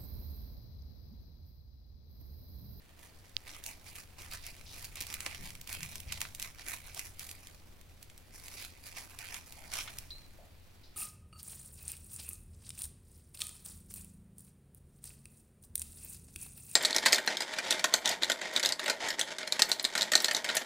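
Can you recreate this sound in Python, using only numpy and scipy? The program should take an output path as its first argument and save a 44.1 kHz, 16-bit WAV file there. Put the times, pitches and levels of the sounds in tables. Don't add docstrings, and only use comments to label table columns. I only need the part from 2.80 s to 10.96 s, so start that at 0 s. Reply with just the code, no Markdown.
import sys
import numpy as np
from scipy import signal
from scipy.fft import rfft, irfft
from scipy.io import wavfile

SR = 44100
rng = np.random.default_rng(int(sys.argv[2]) if len(sys.argv) > 2 else 0)


def materialize(psi):
    bounded = np.clip(np.atleast_2d(psi).T, -1, 1)
    quanta = np.round(bounded * 32767).astype(np.int16)
    wavfile.write(sys.argv[1], SR, quanta)


N = 359856

# time_s, centre_hz, emphasis_db
HOLLOW_RESONANCE = [(0.68, 1863, 6), (0.9, 2320, 3), (2.27, 2510, 3.5), (2.52, 2080, 3.5), (3.2, 2530, 8.5),
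                    (3.4, 2347, 4), (3.9, 2320, 4), (5.8, 2160, 4), (6.18, 2600, 3.5), (6.8, 2300, 5)]
HOLLOW_WIDTH_HZ = 450


def rustle(tug_db, taut_db, creases_per_s=900, slips_per_s=230, rub_db=-7, slip_db=2, split_hz=4800):
    pace = from_db((tug_db - tug_db.max()) / 2)
    size = np.sqrt(pace.mean() / pace)
    slips = from_db(slip_db) * size * grains(slips_per_s * np.sqrt(pace), spread_db=2.0)[0]
    rub = from_db(rub_db) * rng.standard_normal(N)
    friction = scatter(slips + rub, decay_s=.0006, level_db=0)
    cloth = friction + size * creases(creases_per_s * pace)
    cloth = cloth * from_db(1.5 * drift(56))
    # frequency_hz, gain_db
    toy_spectrum = [(300, -19), (700, -5.5), (1450, -6.5), (2300, -2), (3300, -6), (4700, -2.5),
                    (8000, -5.5), (10900, -1), (13000, -8), (15200, -7.5)]
    cloth = colour(pockets(cloth), toy_spectrum)
    hollow_hz, hollow_db = in_time(HOLLOW_RESONANCE)
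    resonance = sweep(cloth, hollow_hz, HOLLOW_WIDTH_HZ)
    cloth = rms_one(cloth + (from_db(hollow_db) - 1) * resonance)
    mids = signal.sosfilt(signal.butter(1, split_hz, fs=SR, output="sos"), cloth)
    treble = cloth - mids
    return from_db(tug_db) * (mids * from_db(-taut_db / 2) + treble * from_db(taut_db / 2))


def tugging(tighten_db_per_s=480, slacken_db_per_s=250, slack_treble_db=-1.5):
    # start_s, hold_s, level_db, taut_db
    pulls = [(0.19, 0.06, -59.5, 1.5), (0.68, 0.075, -51, -3), (0.868, 0.025, -43, -2),
             (1.059, 0.045, -53.0, -2), (1.161, 0.02, -48.0, -1.5), (1.4, 0.05, -50, -5.5),
             (1.526, 0.024, -46.5, -8), (1.652, 0.03, -50, -4), (1.925, 0.125, -49.5, 1),
             (2.172, 0.055, -48, -6.5), (2.29, 0.06, -50, -10), (2.42, 0.13, -49.5, -7),
             (2.62, 0.064, -50.5, -3), (2.9, 0.05, -45.5, 1.5), (3.025, 0.035, -48.5, -1),
             (3.111, 0.055, -52, 2), (3.317, 0.025, -47, -9), (3.417, 0.01, -47.5, -5),
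             (3.622, 0.026, -46.5, -5), (3.801, 0.008, -50.5, -5.5), (3.88, 0.056, -42.5, 2.5),
             (4.071, 0.0149, -50, -4), (4.172, 0.028, -44.5, 1), (4.25, 0.028, -52.0, 2),
             (4.405, 0.035, -50, 6), (4.49, 0.04, -53, 2), (5.541, 0.137, -55.5, 3.5),
             (5.726, 0.0129, -47, -1), (5.796, 0.045, -46, 1), (6.054, 0.015, -50, 3),
             (6.176, 0.0181, -45.5, -1.5), (6.406, 0.12, -52.5, -8.5), (6.54, 0.03, -46.5, -4.5),
             (6.935, 0.082, -41, -4.5)]
    # time_s, level_db
    grip = [(0, -73), (0.6, -66), (1.3, -71), (1.75, -59), (2.78, -66), (3.3, -61), (3.75, -69),
            (4.68, -60.5), (4.9, -75), (5.97, -66), (6.3, -60), (7.15, -56), (7.6, -76)]
    t = np.arange(N) / SR
    power = from_db(in_time(grip)[0]) ** 2
    weighted_taut = slack_treble_db * power
    for start_s, hold_s, level_db, taut_db in pulls:
        near = slice(max(int((start_s - .5) * SR), 0), int((start_s + hold_s + .5) * SR))
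        age_s = t[near] - start_s
        loose_db = np.maximum(-tighten_db_per_s * age_s, slacken_db_per_s * (age_s - hold_s))
        pull_power = from_db(level_db - np.maximum(loose_db, 0)) ** 2
        power[near] += pull_power
        weighted_taut[near] += taut_db * pull_power
    return 10 * np.log10(power), weighted_taut / power


def creases(per_s, spread_db=1.0, relative_width=0.52, patchy_db=3.0):
    out = 0
    for hz in np.geomspace(1100, 12500, num=7):
        ticks = band(grains(per_s, spread_db, stray=1) + 1e-18, hz, relative_width * hz)
        out = out + ticks * from_db(patchy_db * drift(19.0))
    return rms_one(out)


def pockets(x, relative_width=0.14, depth_db=-5.5, shifts_per_s=9):
    centres_hz = np.geomspace(700, 5600, num=12)
    gaps = sum(band(x, hz, relative_width * hz) * drift(shifts_per_s) for hz in centres_hz)
    return x + from_db(depth_db) * gaps


def snaps(crackle_s=0.0098, crackles_per_s=1600, crackle_db=-7, relative_width=2.36, ring_db=-4):
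    # time_s, energy_db, centre_hz
    folds = [(0.6932, -26, 2400), (0.8394, -17, 9000), (0.8634, -13.5, 9570), (1.156, -23, 6000),
             (1.4198, -24, 7000), (1.5135, -22.5, 5500), (1.5352, -17, 7000), (1.55, -24, 7500),
             (1.666, -17.5, 6000), (2.045, -19, 5550), (2.0502, -19.5, 8000), (2.1568, -19.5, 5500),
             (2.206, -13, 6900), (2.211, -12.5, 6400), (2.223, -16, 7000), (2.268, -19, 5470),
             (2.302, -20, 4460), (2.3277, -20, 6000), (2.3409, -10.5, 5870), (2.4056, -14, 4480),
             (2.4634, -9, 3000), (2.705, -22, 4450), (2.753, -24, 4730), (2.814, -19.5, 9500),
             (2.875, -19, 7000), (2.8941, -18.5, 5450), (2.9283, -12, 8000), (3.0067, -21.5, 3500),
             (3.031, -13, 4200), (3.1567, -16.5, 5200), (3.2028, -18, 6500), (3.323, -11.5, 3900),
             (3.325, -12.5, 4470), (3.406, -15.5, 6200), (3.4158, -7, 4560), (3.4522, -21, 1420),
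             (3.549, -16, 8300), (3.598, -14.5, 5230), (3.6198, -17, 5300), (3.626, -12, 6000),
             (3.649, -31, 3700), (3.865, -23, 2750), (3.885, -14, 7500), (3.9446, -27, 5800),
             (4.147, -20, 10380), (4.194, -11.5, 5000), (4.395, -15, 9300), (4.469, -23, 9600),
             (4.4921, -21.5, 4400), (4.5136, -18.5, 6700), (4.6713, -24, 5000), (5.013, -32, 6000),
             (5.2283, -22, 8550), (5.2997, -30.5, 4000), (5.378, -26.5, 8000), (5.6824, -21.5, 6000),
             (6.067, -21.5, 7550), (6.389, -18, 5900), (6.5439, -15.5, 4140), (6.724, -22.5, 6960),
             (6.9378, -13, 4230), (6.9548, -17.5, 3200), (7.0089, -17.5, 2840), (7.1861, -13, 8500)]
    out = np.zeros((2, N))
    t = np.arange(-SR // 60, SR // 30) / SR
    impulse = t == 0
    envelope = np.exp(-np.maximum(t, -3 * t) / crackle_s)
    hollow_hz, _ = in_time(HOLLOW_RESONANCE)
    for time_s, energy_db, hz in folds:
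        crackle = rng.standard_normal(len(t)) * (rng.random(len(t)) < crackles_per_s / SR) * envelope
        crackle = from_db(crackle_db) * crackle / np.linalg.norm(crackle)
        crack = scatter(impulse + crackle, decay_s=0.0009, level_db=-1)
        width_hz = relative_width * hz
        crack = band(crack, hz, width_hz, order=2) / np.linalg.norm(band(impulse, hz, width_hz, order=2))
        ring_hz = hollow_hz[round(time_s * SR)] * np.exp(.05 * rng.standard_normal())
        ring = from_db(ring_db) * band(crack, ring_hz, HOLLOW_WIDTH_HZ)
        add(out, time_s + t[0], from_db(energy_db) * (crack + ring))
    return out


def drag(tug_db, follow=0.19, level_db=-65, lumpy_db=3):
    # frequency_hz, gain_db
    drag_spectrum = [(150, -7), (280, 4.5), (430, -1), (700, -0.5), (2000, -13.5)]
    effort_db = follow * (tug_db - np.median(tug_db)) + lumpy_db * drift(42)
    return from_db(level_db + effort_db) * stereo_noise(drag_spectrum, side_db=-3.5)


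def contacts():
    # start_s, level_db, centre_hz, width_hz, decay_s
    knocks = [(1.861, -55, 4270, 2600, 0.15), (2.463, -36.5, 695, 1001, 0.0044),
              (2.59, -46, 135, 93, 0.075), (2.985, -51, 136, 70, 0.15), (3.26, -43.5, 70, 59.6, 0.059),
              (3.875, -65, 760, 250, 0.051), (4.164, -47, 685, 280, 0.0075),
              (5.771, -51.5, 4350, 2000, 0.076), (6.17, -54.5, 740, 300, 0.035), (6.77, -61, 760, 304, 0.3),
              (7.076, -40, 2160, 2460, 0.012), (7.305, -40, 4100, 900, 0.0055),
              (7.585, -58, 651, 202, 0.061), (8.034, -60.5, 4300, 1600, 0.054)]
    out = np.zeros((2, N))
    t = np.arange(SR // 2) / SR
    for start_s, level_db, hz, width_hz, decay_s in knocks:
        friction = scatter(rng.standard_normal(len(t)) * np.exp(-t / decay_s) + 1e-18)
        knock = band(friction, hz, width_hz, order=2) * np.sqrt(SR / 2 / width_hz)
        add(out, start_s, from_db(level_db) * knock)
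    return out


def clink(start_s=7.306, level_db=-53, t60_s=0.45):
    modes_hz = [3957, 4100, 4150, 4290]
    out = np.zeros((2, N))
    t = np.arange(SR // 2) / SR
    modes = sum(np.sin(2 * np.pi * (hz * t + rng.random((2, 1)))) * drift(33)[:len(t)] for hz in modes_hz)
    add(out, start_s, from_db(level_db - 60 * t / t60_s) * modes)
    return out


def tick():
    # start_s, level_before_pan_db, left_minus_right_db
    ticks = [(.5671, -26.7, -34)]
    # frequency_hz, gain_db
    tick_spectrum = [(1400, -23), (3100, -1), (4700, 0), (8000, -31)]
    out = np.zeros((2, N))
    click = colour(signal.unit_impulse(SR // 100), tick_spectrum)
    for start_s, level_db, pan_db in ticks:
        add(out, start_s, from_db(level_db) * pan(pan_db) * click / np.abs(click).max())
    return out


def scatter(x, decay_s=0.0026, level_db=-3):
    pole = np.exp(-1 / (decay_s * SR))
    energy = signal.lfilter([0, 1 - pole], [1, -pole], x ** 2 + 1e-18)
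    share = from_db(level_db)
    return (x + share * np.sqrt(energy) * rng.standard_normal((2, len(x)))) / np.hypot(1, share)


def room(x, tail_db=-11, t60_s=0.28):
    t = np.arange(SR // 2) / SR
    tail = rng.standard_normal((2, len(t))) * from_db(-60 * t / t60_s)
    tail = tail / np.linalg.norm(tail, axis=1, keepdims=True)
    return x + from_db(tail_db) * signal.fftconvolve(x, tail, axes=1)[:, :N]


def background(hiss_db=-66, drone_hz=84, drone_width_hz=24, drone_db=-5):
    # time_s, level_db
    swell = [(0.4, -59.5), (1.7, -54), (3.4, -52.5), (3.8, -56), (6.3, -58.5), (7.1, -54), (8.1, -60)]
    # frequency_hz, gain_db
    rumble_spectrum = [(22, 12.5), (60, 3), (125, -1), (190, -5.5), (400, -27.5)]
    # frequency_hz, gain_db
    hiss_spectrum = [(250, 6.5), (600, 2.5), (1000, -3.5), (2100, -1.5), (4700, -5), (9000, -51)]
    swell_db, = in_time(swell)
    drone = from_db(drone_db) * rms_one(band(rng.standard_normal(N), drone_hz, drone_width_hz, order=2))
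    rumble = from_db(swell_db) * (stereo_noise(rumble_spectrum, side_db=-9) + drone) * pan(2)
    return rumble + from_db(hiss_db) * stereo_noise(hiss_spectrum, side_db=-2.5)


def grains(per_s, spread_db, stray=0):
    at = np.flatnonzero(rng.random(N) < per_s / SR)
    sizes = from_db(spread_db * np.minimum(rng.exponential(1, len(at)), 4))
    out = np.zeros((2, N))
    out[:, at] = sizes * rng.choice([-1, 1], len(at)) * (1 + stray * rng.standard_normal((2, len(at))))
    return rms_one(out)


def stereo_noise(spectrum, side_db):
    mid, side = rng.standard_normal((2, N))
    return rms_one(colour(mid + from_db(side_db) * side * np.array([[1], [-1]]), spectrum))


def drift(rate_hz):
    hop, settle = 40, 2000
    pole = np.exp(-2 * np.pi * hop * rate_hz / SR)
    noise = rng.standard_normal(N // hop + settle + 2)
    slow = signal.lfilter([1], [1, -2 * pole, pole * pole], noise)[settle:]
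    return np.interp(np.arange(N) / hop, np.arange(len(slow)), rms_one(slow))


def colour(x, spectrum, size=8192):
    hz, db = np.transpose(spectrum)
    grid_hz = np.maximum(np.fft.rfftfreq(size, 1 / SR), 1)
    gain = from_db(np.interp(np.log(grid_hz), np.log(hz), db))
    cepstrum = irfft(np.log(gain))
    cepstrum[1:size // 2] *= 2
    response = irfft(np.exp(rfft(cepstrum[:size // 2], size)))
    return signal.oaconvolve(x, response.reshape((1,) * (x.ndim - 1) + (-1,)), axes=-1)[..., :N]


def band(x, hz, width_hz, order=1):
    low_hz = np.hypot(hz, width_hz / 2) - width_hz / 2
    edges_hz = [low_hz, min(low_hz + width_hz, .47 * SR)]
    return signal.sosfilt(signal.butter(order, edges_hz, "band", fs=SR, output="sos"), x)


def sweep(x, hz, width_hz):
    carrier = np.exp(2j * np.pi * np.cumsum(hz) / SR)
    baseband = signal.sosfilt(signal.butter(1, width_hz / 2, fs=SR, output="sos"), x / carrier)
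    return 2 * np.real(baseband * carrier)


def from_db(db):
    return np.exp(np.asarray(db) * (np.log(10) / 20))


def rms_one(x):
    return x / np.sqrt(np.mean(x ** 2) + 1e-20)


def in_time(rows):
    time_s, *columns = np.transpose(rows)
    return [np.interp(np.arange(N) / SR, time_s, column) for column in columns]


def pan(db):
    return from_db(np.array([[.5], [-.5]]) * db)


def add(out, start_s, sound):
    at = round(start_s * SR)
    out[..., at:at + sound.shape[-1]] += sound[..., :N - at]


def scene(rustle_db=1.42):
    # frequency_hz, left_minus_right_db
    balance = [(300, -3.5), (1300, -6), (2400, -8), (6000, 1), (14000, -4.5)]
    tug_db, taut_db = tugging()
    left, right = room(from_db(rustle_db) * rustle(tug_db, taut_db) + snaps() + drag(tug_db))
    left = colour(np.roll(left, 1), [(hz, db / 2) for hz, db in balance])
    right = colour(right, [(hz, -db / 2) for hz, db in balance])
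    return np.array([left, right]) + room(contacts() + clink()) + tick() + background()


def record(dry, cutoff_hz=15900):
    return signal.sosfilt(signal.ellip(10, .2, 70, cutoff_hz, fs=SR, output="sos"), dry)


dry = scene()
out = record(dry)
materialize(out)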